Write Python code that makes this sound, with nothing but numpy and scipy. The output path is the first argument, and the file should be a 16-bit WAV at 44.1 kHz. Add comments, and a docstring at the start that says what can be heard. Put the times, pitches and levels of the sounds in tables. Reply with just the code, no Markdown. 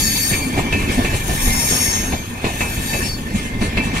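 """In a rail yard, passenger coaches roll slowly through curved points, a few metres to the left. The bogies
(the wheeled frames under each coach) rumble, and the coach bodies boom. Wheels clack over the rail joints and
strike the crossings of the points, which sets their steel ringing. As each bogie passes, its flanges (the
wheels' guiding lips) grind on the rail, and single wheel modes (the notes a wheel naturally rings at) swell
into a squeal."""
import sys
import numpy as np
from scipy import signal
from scipy.fft import rfft, irfft
from scipy.io import wavfile
from scipy.ndimage import uniform_filter1d

SR = 44100
rng = np.random.default_rng(int(sys.argv[2]) if len(sys.argv) > 2 else 0)


def pcm_store(signal):
    """Save signal as 16-bit PCM."""
    levels = np.round(np.clip(np.atleast_2d(signal), -1, 1) * 32767)
    wavfile.write(sys.argv[1], SR, levels.astype(np.int16).T)


N = 176400
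T, HZ = np.arange(N) / SR, np.fft.rfftfreq(N, 1 / SR)

# How loud the rolling is (time [s], rumble [dB], roar [dB], rim ring [dB])
ROLLING_LEVELS = [(0, -22, -32.5, -28.5), (.25, -28.5, -35.5, -29.5), (.45, -22.5, -32, -34.5),
                  (1.05, -22, -26, -28), (1.24, -25, -32, -35), (1.4, -24, -28.5, -28),
                  (1.85, -25, -29, -28), (2.1, -23, -30.5, -34), (2.28, -29.5, -36, -41.5),
                  (2.55, -28, -30, -31.5), (2.85, -26.5, -31.5, -34), (3.03, -22.5, -29, -29),
                  (3.15, -25.5, -34.5, -42.5), (3.42, -24, -33.5, -32.5), (3.56, -24, -34.5, -38),
                  (3.68, -22.5, -30, -32.5), (4, -25.5, -32, -32.5)]
# Tone colour of the bogies' rumble (frequency [Hz], level [dB])
RUMBLE_COLOUR = [(10, -11), (30, 2), (45, -2), (75, -1), (120, -3), (180, -6), (245, -2.5), (320, -11.5),
                 (500, -18.5), (1500, -47)]
# Tone colour of the rails' roar (frequency [Hz], level [dB])
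ROAR_COLOUR = [(100, -35), (350, -3), (600, -5.5), (950, -3.5), (1400, -9.5), (1560, -5), (2000, -18),
               (3300, -7), (4200, -15), (6000, -20), (12000, -28.5), (16000, -55)]
# Notes of a wheel rim (frequency [Hz], width [Hz], rolling [dB], struck [dB], time to fade 60 dB [s])
RIM_MODES = [(1782, 101, -0.5, -10, 0.28), (2120, 76, -5.5, -9.5, .22), (2345, 100, -4, -6, 0.59),
             (2601, 76, -5.5, -5, 0.19)]
# Coach bodies resonating (peak time [s], half length [s], frequency [Hz], width [Hz], level [dB])
BODY_BOOMS = [(1.37, 0.24, 30, 6.9, -25.5), (.58, 0.25, 261, 31, -26), (.8, 0.24, 350, 90, -34),
              (.993, 0.011, 235, 13.5, -14), (1.567, 0.12, 243, 23, -31.5), (3.355, 0.016, 198, 22, -20)]
# Wheels hitting rail joints and the crossings of the points (time [s], thud [dB], clatter [dB], ring [dB], rise
# [s], leading note [Hz])
WHEEL_HITS = [(.308, -17.5, -26.5, -27, 0.0034, 2200), (.325, -38, -32, -21.5, .012, 2355),
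              (.56, -25, -28.5, -39, .0044, 2330), (.576, -22.5, -21.5, -28, .001, 1825),
              (.725, -22.5, -23.5, -18.5, .0011, 2600), (.795, -21.5, -39, -31, .0042, 2370),
              (.883, -21, -26.5, -27, 0.0065, 2200), (.975, -21.5, -24, -36, 0.0072, 1830),
              (1.046, -22, -24.5, -22, 0.00092, 2611), (1.125, -20, -26, -34, 0.0085, 2340),
              (1.289, -19.5, -25, -29, .0056, 1780), (1.46, -19.5, -28, -29.5, 0.011, 2116),
              (1.705, -20, -26, -37, 0.0095, 1750), (2.118, -21, -23.5, -30, 0.0078, 2340),
              (2.442, -17, -19, -28, .001, 2540), (2.606, -21.5, -23.5, -19.5, 0.0016, 2589),
              (2.772, -19, -34, -35, .004, 2590), (2.929, -24, -25.5, -24, 0.005, 2600),
              (3.342, -21, -33, -33, 0.012, 2120), (3.607, -16.5, -22, -27.5, 0.011, 1785),
              (3.771, -18.5, -22.5, -19.5, .001, 2643), (3.84, -18.5, -33, -41, 0.007, 2340),
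              (3.925, -18.5, -23, -35, .016, 2100), (3.957, -24, -24, -24, .008, 2310)]
# Tone colour of a hit's low thud (frequency [Hz], level [dB])
THUD_COLOUR = [(25, -3.5), (70, 0.5), (130, -2), (220, 0), (300, -11.5), (450, -25), (1200, -54)]
# Tone colour of a hit's clatter (frequency [Hz], level [dB])
CLATTER_COLOUR = [(120, -26), (330, 3), (550, -2.5), (900, -3), (1400, -10), (2400, -14), (3800, -13.5),
                  (6000, -23.5), (15000, -40)]
# Hollow knock of the bogie frame (frequency [Hz], level [dB], time to fade 60 dB [s])
FRAME_MODES = [(356, -3.5, .09), (451, -4.5, 0.064), (600, -2.5, 0.053), (686, -4, 0.073),
               (934, -11, 0.053)]
# Grinding as the flanges press on the rail (time [s], level [dB])
GRIND_LEVELS = [(0, -18.5), (.29, -21), (.53, -35), (.7, -40.5), (.95, -34), (1.21, -31), (1.44, -22),
                (1.85, -20.5), (2.08, -30.5), (2.33, -42.5), (2.45, -40), (2.62, -29), (2.78, -28.5),
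                (2.96, -25), (3.2, -39), (3.55, -48.5), (4, -48)]
# Tone colour of the grinding (frequency [Hz], level [dB])
GRINDING_COLOUR = [(1500, -11.5), (3000, -5.5), (3560, 2), (4540, 1.5), (5400, 1), (6500, 3), (7500, 0.5),
                   (9500, 0), (11500, -1), (12750, 3), (14000, -5), (15500, -11)]
# Quiet notches in the grinding's treble (frequency [Hz], width [Hz], depth [dB])
GRIND_NOTCHES = [(3080, 230, -1), (4183, 250, -20), (4930, 236, -18), (5830, 156, -21), (8080, 220, -16),
                 (13400, 200, -5)]
# Brief flange scrapes as the bogies jolt (peak time [s], half length [s], level [dB])
FLANGE_SCRAPES = [(0.598, 0.029, -29.5), (0.735, .02, -33), (0.8, .03, -32.5), (0.935, 0.028, -26.5),
                  (1.053, .025, -30), (1.163, 0.023, -24), (2.5, 0.046, -32), (2.6, .03, -34),
                  (3.05, 0.031, -27.5), (3.374, .034, -30), (3.444, 0.041, -33.5), (3.642, 0.04, -31.5),
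                  (3.849, .027, -31.5), (3.978, .037, -29.5)]
# Tone colour of a scrape (frequency [Hz], level [dB])
SCRAPE_COLOUR = [(1200, -20), (2800, 7), (4800, -5), (6500, 2), (9800, -1.5), (11500, -10), (13000, -11),
                 (15500, -22)]
# Low rim modes singing (peak time [s], half length [s], frequency [Hz], width [Hz], level [dB])
RIM_SINGING = [(.6, 0.3, 2337, 41, -33.5), (1.55, .055, 2116, 21, -30), (1.87, 0.049, 2116, 25, -29.5),
               (2.42, 0.12, 2540, 50, -38), (3.62, 0.22, 2100, 25, -34.5), (2.92, .05, 1770, 50, -30),
               (3.8, 0.038, 2342, 18, -26.5)]
# High wheel modes squealing (peak time [s], half length [s], frequency [Hz], width [Hz], level [dB])
WHEEL_SQUEALS = [(.14, 0.21, 4530, 66, -25), (0.056, 0.13, 5459, 31, -33.5), (0.1, 0.16, 6557, 13, -28),
                 (0.19, .15, 6350, 70, -34), (0.16, .18, 7500, 40, -38), (0.14, .21, 9464, 16, -31.5),
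                 (1.71, .21, 5555, 5.3, -27), (1.78, 0.21, 5490, 49, -29.5), (1.927, 0.17, 6412, 7, -24.5),
                 (1.77, 0.22, 6494, 17, -27.5), (1.75, .2, 4565, 50, -36), (1.63, 0.21, 9426, 15, -31.5),
                 (1.83, 0.23, 10411, 8.7, -35), (1.67, 0.21, 10697, 8, -34), (1.65, .22, 10621, 12, -32.5),
                 (2.95, 0.065, 4570, 49, -33.5), (3.1, .045, 4490, 39, -28.5), (3.08, 0.048, 5426, 39, -31)]
# How alike the two microphones sound (frequency [Hz], likeness [about 1 = same])
MIC_LIKENESS = [(250, 1.16), (500, 0.7), (1000, 0.49), (2400, 0.54), (5000, 0.49), (9000, 0.02)]
# How much louder the left microphone is (frequency [Hz], level [dB])
LEFT_BOOST = [(50, -.5), (1200, 1), (2600, -1), (5400, 4.5), (6200, 3), (7100, 7), (8000, 3.5),
              (10300, 6.5), (11300, 4), (15000, -2)]
# How far the left microphone's wave lags (frequency [Hz], phase [radians])
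LEFT_PHASE_LAG = [(40, 0), (450, 0.56), (1100, 1.84), (1400, 3.5), (2150, 6), (2650, 6.5), (4550, 12.5),
                  (5550, 19), (6250, 19), (8100, 28), (10700, 31.5)]

PATCH_DB, PATCH_HZ, PATCH_S = 3, 400, .05  # depth, width and length of the contact patches
JOLT_DB, JOLT_HZ = 1, 22
FLUTTER_DB, FLUTTER_HZ = 2.5, 25
CHATTER_DB, CHATTER_HZ = 0.97, 45
LEAD_DB, LEAD_T60_S = -1, .52  # a hit's leading note; T60 is the time to fade by 60 dB
KNOCK_FROM_DB, KNOCK_GROWTH = -22, 1.5  # knock matches clatter here, and changes 1.5 dB per dB of it
SLIP_LIMIT = 0.67  # a driven mode starts to level off at this share of its average strength


def amp(db):
    """Turns decibels into a gain to multiply by."""
    return np.exp(np.asarray(db) * (np.log(10) / 20))


def unit(x):
    """Scales a signal to an average strength (rms) of 1."""
    return x / np.sqrt(np.mean(abs(x) ** 2) + 1e-20)


def curve(points):
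    """Joins a table's points into a value for every frequency."""
    hz, value = np.transpose(points)
    return np.interp(np.log(HZ + 1), np.log(hz + 1), value)


def level(table, column=1):
    """Gain over time from one dB column."""
    rows = np.array(table)
    return amp(np.interp(T, rows[:, 0], rows[:, column]))


def wobble(depth_db, rate_hz):
    """A gain that drifts smoothly up and down at random."""
    drift = irfft(rfft(rng.standard_normal(N)) / (1 + (HZ / rate_hz) ** 2), N)
    return amp(depth_db * unit(drift))


def hump(hz, width_hz):
    """A resonance: lets through the frequencies near one note."""
    return 1 / (1 + ((HZ - hz) / (np.pi / 4 * width_hz)) ** 2)


def swell(peak_s, half_s, rise_share=1):
    """A rounded rise and fall, 5 dB down one half length after the peak."""
    away = np.maximum((peak_s - T) / rise_share, T - peak_s) / half_s
    return np.where(away < 4, amp(-5 * away ** 2.12), 0)


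def stereo_spectrum():
    """Spectrum of white noise as the two microphones hear it."""
    shared, separate = rfft(rng.standard_normal((2, N)))
    likeness = np.clip(curve(MIC_LIKENESS), 0, .985)
    side = amp(curve(LEFT_BOOST) / 2)
    left = shared * side * np.exp(-1j * curve(LEFT_PHASE_LAG))
    right = (likeness * shared + np.sqrt(1 - likeness ** 2) * separate) / side
    return np.array([left, right])


def noise(gains):
    """Stereo noise shaped by a gain for each frequency."""
    return unit(irfft(stereo_spectrum() * gains, N))


def coloured(colour):
    """Stereo noise with the tone colour of a table."""
    return noise(amp(curve(colour)))


def patchy(sound):
    """Uneven contact makes patches of the spectrum come and go."""
    spectra = signal.stft(sound, nperseg=512)[2]
    frames, bins = round(PATCH_S * SR / 256), round(PATCH_HZ * 512 / SR)
    patches = uniform_filter1d(rng.standard_normal(spectra.shape[1:]), bins, 0)
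    patches = unit(uniform_filter1d(patches, frames, 1))
    return unit(signal.istft(spectra * amp(PATCH_DB * patches))[1][:, :N])


def resonances(table):
    """Single modes swell while driven, level off, and flutter with the uneven contact."""
    out, drive = np.zeros((2, N)), stereo_spectrum()
    for peak_s, half_s, hz, width, db in table:
        mode = unit(np.fft.ifft(drive * hump(hz, width), N))
        power = np.mean(abs(mode) ** 2, axis=0)
        tone = mode.real / np.sqrt(power + SLIP_LIMIT ** 2) * wobble(FLUTTER_DB, FLUTTER_HZ)
        shape = swell(peak_s, half_s)
        out += amp(db) * np.sqrt(np.mean(shape ** 2)) * unit(shape * tone)
    return out


def rolling():
    """Bogies rumble, rails roar, and each note of the wheel rims flutters on its own."""
    rumble = coloured(RUMBLE_COLOUR) * unit(wobble(JOLT_DB, JOLT_HZ))
    roar = patchy(coloured(ROAR_COLOUR)) * unit(wobble(JOLT_DB, JOLT_HZ))
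    rims = sum(amp(db) * noise(hump(hz, width)) * wobble(FLUTTER_DB, 1 / PATCH_S)
               for hz, width, db, _, _ in RIM_MODES)
    return (rumble * level(ROLLING_LEVELS, column=1)
            + roar * level(ROLLING_LEVELS, column=2)
            + unit(rims) * level(ROLLING_LEVELS, column=3))


def booming():
    """The coach bodies resonate with low notes."""
    return resonances(BODY_BOOMS)


def hit_levels(column, t60_s, hold_s=0.014):
    """Gain over time for all the wheel hits: each rises, holds and fades."""
    power = np.zeros(N)
    for hit in WHEEL_HITS:
        first, rise_s = round(hit[0] * SR), hit[4]
        t = T[:min(SR // 2, N - first)]
        fade_db = 60 * np.maximum(t - rise_s - hold_s, 0) / t60_s
        power[first:first + len(t)] += (amp(hit[column] - fade_db) * np.minimum(t / rise_s, 1)) ** 2
    return np.sqrt(power)


def clacks():
    """Each rail joint or crossing sends a thud and a clatter through the bogie and a noisy clank through the
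    wheel."""
    thud = coloured(THUD_COLOUR) * hit_levels(column=1, t60_s=0.16)
    clatter = patchy(coloured(CLATTER_COLOUR)) * hit_levels(column=2, t60_s=0.19)
    crack = amp(-10.5) * hump(2500, width_hz=2400)
    rim_bands = sum(amp(db) * hump(hz, 2 * width) for hz, width, _, db, _ in RIM_MODES)
    clank = amp(-1.5) * noise(crack + rim_bands) * hit_levels(column=3, t60_s=0.11, hold_s=0.007)
    return thud + clatter + clank


def ringing():
    """Each hit knocks the bogie frame and rings the wheel, where one long note leads."""
    out = np.zeros((2, N))
    for start_s, _, clatter_db, ring_db, rise_s, lead_hz in WHEEL_HITS:
        first = round(start_s * SR)
        t = T[:min(SR // 2, N - first)]
        attack = np.minimum(t / rise_s, 1)
        knock_db = KNOCK_FROM_DB + KNOCK_GROWTH * (clatter_db - KNOCK_FROM_DB)
        modes = [(lead_hz, ring_db + LEAD_DB, LEAD_T60_S)]
        modes += [(hz, ring_db + db, t60) for hz, _, _, db, t60 in RIM_MODES]
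        modes += [(hz, knock_db + db, t60) for hz, db, t60 in FRAME_MODES]
        for hz, db, t60 in modes:
            phase = 2 * np.pi * (hz * t + rng.random()) + rng.random((2, 1))  # shifted in each channel
            out[:, first:first + len(t)] += amp(db - 60 * t / t60) * attack * np.sin(phase)
    return out


def grinding():
    """Flanges chatter along the rail and stir up clusters of closely spaced wheel modes."""
    gaps_db = sum(db * np.exp(-2 * ((HZ - hz) / width) ** 2) for hz, width, db in GRIND_NOTCHES)
    peaks_db = sum(3 * unit(uniform_filter1d(rng.standard_normal(len(HZ)), round(width_hz * N / SR)))
                   for width_hz in (16, 91))  # fine peaks, then wider clusters
    grind = patchy(noise(amp(curve(GRINDING_COLOUR) + gaps_db + peaks_db)))
    return grind * unit(wobble(CHATTER_DB, CHATTER_HZ)) * level(GRIND_LEVELS)


def scrapes():
    """Steel slides on steel in short hisses that rise faster than they fall."""
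    power = sum((amp(db) * swell(peak_s, half_s, rise_share=0.72)) ** 2
                for peak_s, half_s, db in FLANGE_SCRAPES)
    return patchy(coloured(SCRAPE_COLOUR)) * np.sqrt(power)


def squealing():
    """On the curve, rubbing flanges make high wheel modes squeal and lower ones sing."""
    return resonances(WHEEL_SQUEALS) + resonances(RIM_SINGING)


def scene():
    """Adds up all the sounds of the train."""
    return rolling() + clacks() + ringing() + grinding() + scrapes() + squealing() + booming()


def record(dry):
    """Cuts away the very highest treble."""
    lowpass = signal.firwin(801, cutoff=15750, window=("kaiser", 9), fs=SR)
    return signal.oaconvolve(dry, lowpass[None], "same")


dry = scene()
out = record(dry)
pcm_store(out)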